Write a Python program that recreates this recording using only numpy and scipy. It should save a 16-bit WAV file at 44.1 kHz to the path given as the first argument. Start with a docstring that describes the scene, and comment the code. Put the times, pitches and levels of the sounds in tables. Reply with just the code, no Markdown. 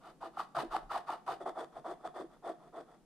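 """A pointed wooden stylus scrapes to and fro over a coated paper sheet on a table, close by in a quiet room.
Each stroke is band-shaped friction noise, a hollow rasp sinking in pitch, with a hiss of flaking coating.
The tip judders in short falling chirps and snags with a tick; between strokes it skims back lightly.
The table thuds softly as a damped tone. Behind lie a short dull room tail, fading air and a deep rumble."""
import sys
import numpy as np
from scipy import signal
from scipy.fft import rfft, irfft, next_fast_len
from scipy.io import wavfile
from scipy.ndimage import map_coordinates

SR = 44100
rng = np.random.default_rng(int(sys.argv[2]) if len(sys.argv) > 2 else 0)


def int16_out(signal):
    """Quantize to a 16-bit WAV file."""
    q = np.round(np.clip(np.atleast_2d(signal).T, -1, 1) * 32767)
    wavfile.write(sys.argv[1], SR, q.astype(np.int16))


N = 134505

# Quiet air of the place. 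Each row: frequency in Hz, relative level in dB.
AIR_COLOUR = [(105, -18), (145, 0.5), (330, -5), (2000, -28.5), (11000, -33), (15500, -49)]
AIR_START_DB, AIR_FADE_DB_PER_S = -65, 0.5
# Swells of a deep rumble. Each row: time in seconds, peak in dB added to the steady rumble.
RUMBLE_SWELLS = [(.72, -61), (.86, -59)]
RUMBLE_DB, SWELL_S = -77.5, 0.053
# Likeness of left and right in noise. Each row: frequency in Hz, correlation from -1 to 1.
STEREO_LIKENESS = [(30, 1), (130, 0.37), (400, 1), (1200, 0.96), (4000, 0.19), (13000, -0.16)]
ROOM_T60_S, ROOM_DB, ROOM_DAMPING_HZ = 0.4, -12, 5000

# The hand presses on the table. Each row: time in seconds, level in dB before the soft onset.
TABLE_THUDS = [(0.571, -38), (1.293, -47), (1.784, -46.5)]
TABLE_HZ, TABLE_T60_S, TABLE_ONSET_S = 147.3, 0.13, 0.013

# Colour of the flaking coating. Each row: frequency in Hz, relative level in dB.
HISS_COLOUR = [(900, -6), (1800, 5), (2250, -5), (4800, -5), (5400, -12), (7500, -16), (9000, -10.5),
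               (10300, -22), (12000, -18.5), (15500, -35)]
# Narrow resonances of paper and stylus. Each row: frequency in Hz, lift in dB.
HISS_RESONANCES = [(2520, 3), (2960, 6.5), (3620, 4), (4560, 0.5)]
PEAK_WIDTH_OCTAVES = 0.071
# Colour change of the hiss under the lighter grip. Each row: frequency in Hz, gain in dB.
LIGHT_GRIP_COLOUR = [(2000, 2), (3000, -9), (3400, 7), (3800, -5), (5500, -0.5), (8600, 2), (11000, -2.5)]
# Stereo lean of the hiss. Each row: frequency in Hz, left minus right in dB.
HISS_LEAN = [(5000, 1.85), (12000, -1.5)]
GRIP_CHANGE_S = 1.39  # the strokes flake less from here on
FIRM_HISS_DB, LIGHT_HISS_DB = -14.5, -15.5  # over the stroke level, before the effect of speed
SPEED_DB_PER_OCTAVE, HISS_ARCH_DB, HISS_ROUGH_DB = 7, 2, 1.8
CHIPS_PER_S, CHIP_DB = 2000, -4
CRACK_DB, CRACK_T60_S = -22.5, 0.01  # burst of flaking at a snag, level over the snag

# The tip skims back with hardly any pressure. 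Each row: start in seconds, length in seconds, level in dB.
LIGHT_SKIMS = [(0.33, 0.026, -55), (0.757, 0.073, -56.5), (1.033, 0.045, -62), (1.714, 0.043, -57.5),
               (1.984, 0.1, -58), (2.291, 0.065, -58), (2.568, 0.12, -60), (2.857, .095, -58.5)]
SKIM_HZ, SKIM_HISS_DB, SKIM_RISE_SHARE = 743, -14.5, 0.45

# Response of the sheet on its backing. Each row: frequency in Hz, gain in dB.
SHEET_RESPONSE = [(110, -23), (290, -7.5), (338, 3), (390, -4.5), (555, -8.5), (640, -2), (738, 2),
                  (830, -5), (1020, -5), (1280, 3), (1900, -22), (2250, -22.5), (4000, -42)]
LEFT_LAG_S = 0.00004
# The tip snags. Each row: time in seconds, level in dB before the sheet.
TIP_SNAGS = [(.403, -22.5), (0.766, -15.5), (1.105, -22), (1.146, -27.5), (1.4944, -28.5), (1.593, -35),
             (1.645, -34), (1.777, -36.5), (2.075, -28.5)]
KNOCK_HZ, KNOCK_T60_S = 1110, 0.0053
# Judders of the tip. 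Each row: start in seconds, length in seconds, peak in dB before the sheet,
# first pitch in Hz before the jitter.
TIP_JUDDERS = [ (.219, 0.0196, -36, 1259), (.368, 0.013, -31, 1417), (.392, 0.014, -30.5, 1417),
               (0.563, 0.0177, -27.5, 758), (0.737, 0.02, -24.5, 1002), (0.9, 0.026, -30.5, 1433),
               (0.945, 0.024, -25.5, 1313), (1.086, 0.017, -25.5, 1123), (1.126, 0.0215, -35.5, 995),
               (1.275, 0.025, -28.5, 1313), (1.459, 0.0087, -28, 790), (1.759, 0.0143, -36.5, 802),
               (2.042, 0.02, -32, 806), (2.468, 0.014, -35, 807)]
JUDDER_END_HZ, JUDDER_JITTER = 686.6, 0.091  # jitter as a share of the pitch
JUDDER_CREST = 0.7  # loudest point as a share of the length

# Scraping strokes. Each row: start in seconds, rise in seconds, hold in seconds, level in dB before the
# sheet, rasp centre in mid-stroke in Hz.
SCRAPE_STROKES = [ (.000, 0.062, 0.039, -52.5, 930), (0.203, 0.025, 0.038, -43.5, 740),
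                  (0.361, 0.033, 0.016, -41.5, 1350), (0.545, 0.012, 0.055, -35.5, 874),
                  (0.606, 0.011, 0.019, -38.5, 366), (0.697, 0.042, 0.024, -38.5, 995),
                  (0.891, 0.028, 0.055, -39, 1044), (1.063, 0.026, 0.053, -43, 1060),
                  (1.261, 0.019, 0.05, -39, 880), (1.4, 0.0087, 0.018, -43, 617),
                  (1.452, 0.0095, 0.026, -38.5, 607), (1.546, 0.049, 0.025, -39, 690),
                  (1.753, 0.0053, 0.025, -46.5, 694), (1.84, 0.02, 0.058, -41.5, 650),
                  (2.035, 0.017, 0.012, -41, 673), (2.138, 0.029, 0.042, -40.5, 585),
                  (2.21, 0.0074, 0.015, -47.5, 332), (2.423, 0.057, 0.02, -39.5, 620),
                  (2.723, 0.036, 0.049, -46, 620)]
RELEASE_DB_PER_S, HISS_RELEASE_DB_PER_S = 474, 420
RASP_OCTAVES, RASP_ROUGH_DB, RASP_TRIM_DB = 0.98, 2, 0.5
SAG_OCTAVES_PER_S, LIGHT_SAG_OCTAVES_PER_S = 7.9, 6.5

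TOP_HZ = 15700


def amp(db):
    """Decibels to gain."""
    return 10 ** (np.asarray(db) / 20)


def unit(x):
    """Scale to rms 1."""
    return x / np.sqrt(np.mean(x ** 2) + 1e-20)


def along(points, hz):
    """Rows of frequency and value, read on a log frequency axis."""
    f, v = np.transpose(points)
    return np.interp(np.log(hz + 1), np.log(f + 1), v)


def clock():
    """The time of each sample in seconds."""
    return np.arange(N) / SR


def wobble(rate):
    """A smooth random curve, rate knots a second."""
    return map_coordinates(rng.standard_normal(N // 8), [clock() * rate], mode="wrap")


def filtered(x, response):
    """x times a response of frequency."""
    m = next_fast_len(N + SR // 4)
    return irfft(rfft(x, m) * response(np.fft.rfftfreq(m, 1 / SR)), m)[..., :N]


def noise(gain):
    """Stereo noise of rms 1 with a given colour; the treble is the widest."""
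    def mid_side(hz):
        turn = np.arccos(np.clip(along(STEREO_LIKENESS, hz), -1, 1)) / 2
        return gain(hz) * np.array([np.cos(turn), np.sin(turn)])
    mid, side = filtered(rng.standard_normal((2, N)), mid_side)
    return unit(np.array([mid + side, mid - side]))


def ringing(colour_db, size=4096):
    """Causal impulse response of a given colour: the cepstrum is folded to minimum phase."""
    cepstrum = irfft(np.log(amp(colour_db(np.fft.rfftfreq(size, 1 / SR)))))
    cepstrum[1:size // 2] *= 2
    cepstrum[size // 2 + 1:] = 0
    return irfft(np.exp(rfft(cepstrum)))[:size // 2]


def add(track, s, sound):
    """Mix a sound in at time s."""
    part = track[max(0, round(s * SR)):][:len(sound)]
    part += sound[:len(part)]


def background():
    """Quiet, slowly fading room air and a deep steady rumble with brief swells."""
    level = amp(RUMBLE_DB)
    for s, db in RUMBLE_SWELLS:
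        level = level + amp(db) * np.exp(-((clock() - s) / SWELL_S) ** 2)
    rumble = level * noise(lambda hz: np.exp(-((hz - 32) / 15) ** 2))
    air = noise(lambda hz: amp(along(AIR_COLOUR, hz)))
    return rumble + amp(AIR_START_DB - AIR_FADE_DB_PER_S * clock()) * air


def room(x, shared=0.5):
    """A short, dull tail of decaying noise, partly alike in both channels."""
    t = clock()[:SR // 2]
    tails = rng.standard_normal((3, len(t))) * amp(-60 * t / ROOM_T60_S)
    tail = np.sqrt(shared) * tails[2] + np.sqrt(1 - shared) * tails[:2]
    tail = tail / np.linalg.norm(tails[2])
    wet = signal.fftconvolve(x, tail, axes=1)[:, :N]
    return filtered(wet, lambda hz: 1 / np.hypot(1, hz / ROOM_DAMPING_HZ))


def table():
    """Soft thuds of the table top under the hand: a damped tone with a gentle onset."""
    out, t = np.zeros(N), clock()[:SR // 3]
    ring = amp(-60 * t / TABLE_T60_S) * np.sin(2 * np.pi * TABLE_HZ * t)
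    ring *= 1 - np.exp(-t / TABLE_ONSET_S)
    for s, db in TABLE_THUDS:
        add(out, s, amp(db) * ring)
    return out


def movements():
    """Strokes and skims alike as (start, rise, hold, level, rasp centre, hiss level over the stroke)."""
    strokes = [(*row, FIRM_HISS_DB if row[0] < GRIP_CHANGE_S else LIGHT_HISS_DB)
               for row in SCRAPE_STROKES]
    skims = [(s, length * SKIM_RISE_SHARE, length * (1 - SKIM_RISE_SHARE), db, SKIM_HZ, SKIM_HISS_DB)
             for s, length, db in LIGHT_SKIMS]
    return strokes + skims


def stroke_shape(t, start, rise, hold, release_db_per_s):
    """The tip speeds up, slides and comes to rest."""
    onset = np.clip((t - start) / rise, 0, 1) ** 0.89
    return onset * amp(-release_db_per_s * np.maximum(t - start - rise - hold, 0))


def hiss_colour(hz):
    """The broad colour of the flaking with its narrow resonances, in dB."""
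    peaks = sum(db * np.exp(-(np.log2((hz + 1) / c) / PEAK_WIDTH_OCTAVES) ** 2)
                for c, db in HISS_RESONANCES)
    return along(HISS_COLOUR, hz) + peaks


def flaking():
    """Fine dust and coarser chips of coating break away, most in mid-stroke and at snags, and ring the paper."""
    t = clock()
    power = np.zeros(N)
    for start, rise, hold, db, hz, hiss_db in movements():
        arch = np.sin(np.pi * np.clip((t - start) / (rise + hold + 0.11), 0, 1)) - 1
        speed_db = SPEED_DB_PER_OCTAVE * np.log2(hz / 800)  # a faster tip flakes more
        level = amp(db + hiss_db + speed_db + HISS_ARCH_DB * arch)
        power += (level * stroke_shape(t, start, rise, hold, HISS_RELEASE_DB_PER_S)) ** 2
    for s, db in TIP_SNAGS:
        power += amp(db + CRACK_DB - 60 * abs(t - s) / CRACK_T60_S) ** 2
    dust = noise(lambda hz: 1)
    chips = unit((rng.random(N) < CHIPS_PER_S / SR) * rng.standard_normal(N))
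    clumps = amp(HISS_ROUGH_DB * wobble(rate=140))
    grains = unit((dust + amp(CHIP_DB) * chips) * clumps) * np.sqrt(power)
    ring = ringing(hiss_colour)
    firm = signal.fftconvolve(grains, ring[None] / np.linalg.norm(ring), axes=1)[:, :N]
    light = filtered(firm, lambda hz: amp(along(LIGHT_GRIP_COLOUR, hz)))
    hiss = np.where(t < GRIP_CHANGE_S, firm, light)
    return filtered(hiss, lambda hz: amp(along(HISS_LEAN, hz) * np.array([[.5], [-.5]])))


def snags():
    """The tip catches with a tick: a very short damped knock."""
    out, t = np.zeros(N), clock()[:SR // 50]
    knock = np.sin(2 * np.pi * KNOCK_HZ * t) * amp(-60 * t / KNOCK_T60_S)
    for s, db in TIP_SNAGS:
        add(out, s, amp(db) * knock)
    return out


def judders():
    """The tip sticks and slips ever more slowly: a swelling, falling chirp with a wavering pitch."""
    out = np.zeros(N)
    for s, length, db, first_hz in TIP_JUDDERS:
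        u = np.linspace(0, 1, int(length * SR))
        waver = map_coordinates(rng.standard_normal(12), [u * 11])
        pitch = first_hz * (JUDDER_END_HZ / first_hz) ** u * (1 + JUDDER_JITTER * waver)
        phase = 2 * np.pi * np.cumsum(pitch) / SR
        swell = np.sin(np.pi / 2 * np.interp(u, [0, JUDDER_CREST, 1], [0, 1, 0]))
        add(out, s, amp(db) * swell * np.sin(phase))
    return out


def rasp(count=10):
    """Rough friction in a broad band that sinks in pitch during each movement."""
    t = clock()[::32]  # coarse time grid for the band levels
    centres = 150 * 2 ** (np.arange(count) / 2)  # half-octave steps from 150 Hz
    power = np.zeros((count, len(t)))
    for start, rise, hold, db, hz, _ in movements():
        sag = SAG_OCTAVES_PER_S if start < GRIP_CHANGE_S else LIGHT_SAG_OCTAVES_PER_S
        centre = hz * 2 ** (-sag * np.clip(t - start - (rise + hold) / 2, -hold, .08))
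        band = 1 / (1 + (np.log2(centres[:, None] / centre) / RASP_OCTAVES) ** 2) ** 3.1
        level = amp(db + RASP_TRIM_DB) * stroke_shape(t, start, rise, hold, RELEASE_DB_PER_S)
        power += band / band.sum(0) * level ** 2
    friction = noise(lambda hz: 1)
    out = 0
    for c, p in zip(centres, power):
        part = filtered(friction, lambda hz: np.maximum(1 - 2 * abs(np.log2((hz + 1) / c)), 0))
        out = out + unit(part) * np.interp(clock(), t, np.sqrt(p))
    return out * unit(amp(RASP_ROUGH_DB * wobble(rate=350)))


def sheet():
    """Rasp, judders and snags all sound through the sheet, a little to the right as the left lags."""
    ring = ringing(lambda hz: along(SHEET_RESPONSE, hz))
    sound = signal.fftconvolve(rasp() + judders() + snags(), ring[None], axes=1)[:, :N]
    return filtered(sound, lambda hz: np.exp(-2j * np.pi * hz * LEFT_LAG_S * np.array([[1], [0]])))


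def scene():
    """The close scraping, its room and the background."""
    near = sheet() + flaking() + table()
    return near + amp(ROOM_DB) * room(near) + background()


def record(dry):
    """The microphone channel keeps nothing above the band limit."""
    return filtered(dry, lambda hz: hz < TOP_HZ)


dry = scene()
out = record(dry)
int16_out(out)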